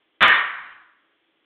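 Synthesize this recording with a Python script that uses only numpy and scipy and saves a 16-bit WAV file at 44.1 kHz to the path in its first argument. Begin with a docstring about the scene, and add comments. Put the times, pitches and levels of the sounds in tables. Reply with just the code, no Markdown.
"""A bare, echoing room: one glass bottle is knocked on the mouth of a full one standing on a table.
The glass clinks, chatters against the table and rings in its modes. Bubbles torn open in the drink
collapse in a short rattle of damped pings. The room rings on over a faint hum and hiss.
A narrow-band recorder clips the highest peaks; a few sharp ticks reach above its band."""
import sys
import numpy as np
from scipy import signal
from scipy.fft import rfft, irfft
from scipy.io import wavfile
from scipy.ndimage import uniform_filter1d

SR = 44100
rng = np.random.default_rng(int(sys.argv[2]) if len(sys.argv) > 2 else 0)


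def unload_wav(signal):
    """Save mono or channel-first audio to the path in sys.argv[1] as 16-bit WAV at rate SR, clipped to [-1, 1]."""
    wavfile.write(
        sys.argv[1],
        SR,
        np.round(np.clip(np.atleast_2d(signal).T, -1, 1) * 32767).astype(np.int16),
    )


N = 63945
TIME_S = np.arange(N) / SR
BINS_HZ = np.fft.rfftfreq(N, 1 / SR)

# Room hum. Each row: centre in Hz, half-width in Hz, level in dB.
HUM_BANDS = [(325, 11, -78), (410, 10, -86)]
# Background noise spectrum. Each row: frequency in Hz, relative level in dB.
FLOOR_SPECTRUM = [(30, -19.5), (120, -13.5), (220, -7), (290, 1), (480, -1.5), (900, -6), (2000, -3),
                  (2800, -3.5), (3400, -1), (3900, -19), (4400, -32)]
# Reverb decay curve, read at band centres. Each row: frequency in Hz, T60 in seconds.
TAIL_DECAY = [(60, 0.58), (160, -0.09), (300, 0.72), (460, 0.53), (780, 0.63), (1200, 0.9051),
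              (1900, 0.793), (3000, 0.58), (4200, 0.6753)]
# Reverb colour. Each row: frequency in Hz, relative gain in dB.
TAIL_SPECTRUM = [(60, -3.5), (250, 0), (480, -1), (780, 2.5), (1100, 1), (1800, 0), (2600, 0), (3400, -0.5),
                 (4200, -8)]
# Far-wall echo colour. Each row: frequency in Hz, gain in dB.
ECHO_SPECTRUM = [(100, -14.5), (600, -14), (1080, 0), (1400, -14), (2300, -16), (2900, -20), (3550, -4.5),
                 (4200, -7.5)]
# Bright ticks. Each row: start in seconds, level before filtering in dB.
PEAK_TICKS = [(.2279, -3), (0.2303, -11), (0.2824, -5.5), (0.2952, -36.5)]
# Bubble collapses. Each row: start in seconds, relative level in dB, pitch in Hz.
BUBBLES = [(.2822, -8, 1950), (.2865, -5.5, 1850), (.2915, -6.5, 1800), (.2965, -6.5, 1689),
           (.3025, -5, 1750), (.3065, -9.5, 1700), (.3160, -6.5, 1750), (.3215, -3, 2199),
           (.3275, -3, 1537), (.3413, -9, 1114)]
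# Bottle modes. Each row: frequency in Hz, relative level in dB, T60 in seconds.
GLASS_MODES = [(1029, -28, 0.2), (1154, -26.5, 0.84), (1212, -22.5, 0.67), (1562, -23.5, .28),
               (1578, -19, .2), (1656, -24.5, .38), (1760, -29, .4), (1845, -16.5, .54), (2050, -24.5, .2),
               (2192, -22.5, 0.25), (2760, -27.5, 0.16), (2958, -17, 0.47), (3390, -29, .22),
               (3535, -16.5, 0.18)]
# Glass ring swells. Each row: start in seconds, gain in dB, region centre in Hz, extra gain there in dB.
RING_SWELLS = [(.214, 2, 1903, -2.5), (.278, -20, 1850, 25.5), (0.324, -18.5, 1020, 21),
               (0.337, -24.5, 3480, 15)]
# Spectrum of one contact. Each row: frequency in Hz, relative level in dB.
CONTACT_SPECTRUM = [(40, -31.5), (150, -16.5), (400, -12.5), (750, -11.5), (1170, 0.5), (1370, 2.5),
                    (1620, 2.5), (2050, -1), (2500, -0.5), (3000, -6), (3600, -5.5), (4400, -27)]
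# Contacts on glass and table. Each row: start in seconds, relative level in dB, bass in dB, treble in dB.
CONTACTS = [(.2070, -7, -1, -3.5), (0.2101, -12, -3, 7.5), (.2150, -7.5, 10.5, -15), (.2205, 0, 1, -2),
            (.2270, -3, 6, -0.5), (.2300, -3, 5, 5), (.2345, -7.5, 1, 5), (.2470, -9.5, 5, 0.5),
            (0.268, -11, -4, 1)]

BAND_EDGE_HZ = 4250


def from_db(db):
    """Decibels to gain."""
    return 10 ** (np.asarray(db) / 20)


def at_hz(points, hz):
    """Table lookup on a log-frequency axis."""
    points = np.array(points)
    return np.interp(np.log(np.maximum(hz, 1)), np.log(points[:, 0]), points[:, 1])


def butter(x, hz, kind, order):
    """Causal Butterworth filter."""
    return signal.sosfilt(signal.butter(order, hz, kind, fs=SR, output="sos"), x + 1e-18)


def damped_sine(hz, t60_s):
    """One decaying mode, unit amplitude."""
    return np.sin(2 * np.pi * hz * TIME_S) * from_db(-60 * TIME_S / t60_s)


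def delayed(x, delay_s):
    """Delay, cut to N samples."""
    return np.r_[np.zeros(int(delay_s * SR)), x][:N]


def shaped_noise(gains, rms_db):
    """Steady noise, one gain per frequency bin."""
    noise = irfft(rfft(rng.standard_normal(N)) * gains, N)
    return from_db(rms_db) * noise / noise.std()


def background():
    """Narrow noise bands waver as a low hum under a soft hiss."""
    hum = sum(shaped_noise(1 / (1 + ((BINS_HZ - centre_hz) / half_width_hz) ** 2), db)
              for centre_hz, half_width_hz, db in HUM_BANDS)
    return hum + shaped_noise(from_db(at_hz(FLOOR_SPECTRUM, BINS_HZ)), rms_db=-69)


def reflections(t_s, db, t60_s, build_s=0.0022):
    """Energy envelope of diffuse reflections: fast build-up, exponential decay."""
    shape = ((1 - np.exp(-t_s / build_s)) * from_db(-60 * t_s / t60_s)) ** 2
    return from_db(db) ** 2 * shape / shape.sum()


def room(x, echo_delay_s=0.13, echo_blur_s=0.013):
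    """Each band's energy returns as noise: early from table and near walls, a far-wall echo, a tail."""
    white, source = rfft(rng.standard_normal(N)), rfft(x)
    edges_hz = np.r_[0, 150, 300, 500, np.linspace(700, 4700, 17)]
    hop = 15
    t_s = TIME_S[::hop]
    gate = (t_s > CONTACTS[0][0]) & (t_s < t_s[-1] / 2)
    echo_shape = np.exp(-0.5 * ((t_s - echo_delay_s) / echo_blur_s) ** 2)
    out = 0
    for low_hz, high_hz in zip(edges_hz, edges_hz[1:]):
        centre_hz = (low_hz + high_hz) / 2
        band = (BINS_HZ >= low_hz) & (BINS_HZ < high_hz)
        early = reflections(t_s, db=-0.5, t60_s=0.085)
        echo = from_db(at_hz(ECHO_SPECTRUM, centre_hz)) ** 2 * echo_shape / echo_shape.sum()
        tail = reflections(t_s, 5.5 + at_hz(TAIL_SPECTRUM, centre_hz), at_hz(TAIL_DECAY, centre_hz))
        power = uniform_filter1d(irfft(source * band, N) ** 2, hop)[::hop]
        energy = signal.fftconvolve(power * gate, early + echo + tail)[:len(t_s)]
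        envelope = np.interp(TIME_S, t_s, np.sqrt(np.maximum(energy, 0)))
        noise = irfft(white * band, N)
        out += envelope * noise / noise.std()
    return delayed(out, delay_s=0.001)


def ticks():
    """Tiny bright ticks on the hardest peaks: gently low-passed impulses."""
    impulses = np.zeros(N)
    for start_s, db in PEAK_TICKS:
        impulses[int(start_s * SR)] = from_db(db)
    return butter(impulses, hz=3200, kind="low", order=1)


def bubble_collapses(pulse, rise_s=0.00045, trim_db=-0.5):
    """Each collapse: a small thud and a ping that the liquid damps at once."""
    rise = 1 - np.exp(-TIME_S / rise_s)
    thud = from_db(-22) * pulse
    return sum(from_db(db + trim_db) * delayed(rise * damped_sine(hz, t60_s=0.016) + thud, start_s)
               for start_s, db, hz in BUBBLES)


def glass_ring(rise_s=0.016, region_width_oct=0.23):
    """The glass ring swells at the blow, then swells again in single pitch regions and dies away."""
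    out = 0
    for hz, db, t60_s in GLASS_MODES:
        swell = (1 - np.exp(-TIME_S / rise_s)) * from_db(db - 60 * TIME_S / t60_s)
        energy = 0
        for start_s, swell_db, region_hz, extra_db in RING_SWELLS:
            nearness = np.exp(-0.5 * (np.log2(hz / region_hz) / region_width_oct) ** 2)
            energy += (from_db(swell_db + extra_db * nearness) * delayed(swell, start_s)) ** 2
        out += np.sqrt(energy) * np.sin(2 * np.pi * (hz * TIME_S + rng.random()))
    return out


def contact_pulse(spread_s=0.002):
    """One hard contact. Bending waves in glass disperse: lows arrive after highs."""
    size = 2 * N
    hz = np.fft.rfftfreq(size, 1 / SR)
    cepstrum = irfft(np.log(from_db(at_hz(CONTACT_SPECTRUM, hz))))
    minimum_phase = np.exp(rfft(2 * cepstrum[:N] * (TIME_S > 0), size))
    pulse = butter(irfft(minimum_phase)[:N], BAND_EDGE_HZ, "low", order=4)
    lag_s = spread_s * np.maximum(1 - hz / BAND_EDGE_HZ, 0)
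    dispersion = np.exp(-2j * np.pi * np.cumsum(lag_s) * hz[1])
    return irfft(rfft(pulse, size) * dispersion)[:N] / np.abs(pulse).max()


def bottle_knocks(pulse, trim_db=0.5):
    """The blow and the chatter after it: short clacks, each with its own weight and brightness."""
    bass = butter(pulse, hz=670, kind="low", order=1)
    treble = butter(pulse, hz=2440, kind="high", order=1)
    clack = pulse + from_db(-10) * damped_sine(hz=1674, t60_s=0.013)
    out = 0
    for start_s, db, bass_db, treble_db in CONTACTS:
        contact = clack + (from_db(bass_db) - 1) * bass + (from_db(treble_db) - 1) * treble
        out += from_db(db + trim_db) * delayed(contact, start_s)
    return out


def scene():
    """Mono mix; knocks and bubbles feed the room."""
    pulse = contact_pulse()
    knocks, bubbles = bottle_knocks(pulse), bubble_collapses(pulse)
    direct = knocks + bubbles + glass_ring()
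    reverb = room(knocks + from_db(-6.5) * bubbles)
    return (direct + reverb + background())[None]


def record(dry, clip_level=0.64, hiss_db=-101.5, cutoff_hz=15900):
    """Recorder: clip, narrow the band, add ticks and faint hiss, cut the top treble."""
    clipped = np.clip(dry, -clip_level, clip_level)
    narrow = signal.sosfilt(signal.cheby1(10, 0.5, BAND_EDGE_HZ, fs=SR, output="sos"), clipped)
    out = narrow + ticks() + from_db(hiss_db) * rng.standard_normal(dry.shape)
    return signal.sosfilt(signal.ellip(10, 0.1, 80, cutoff_hz, fs=SR, output="sos"), out)


dry = scene()
out = record(dry)
unload_wav(out)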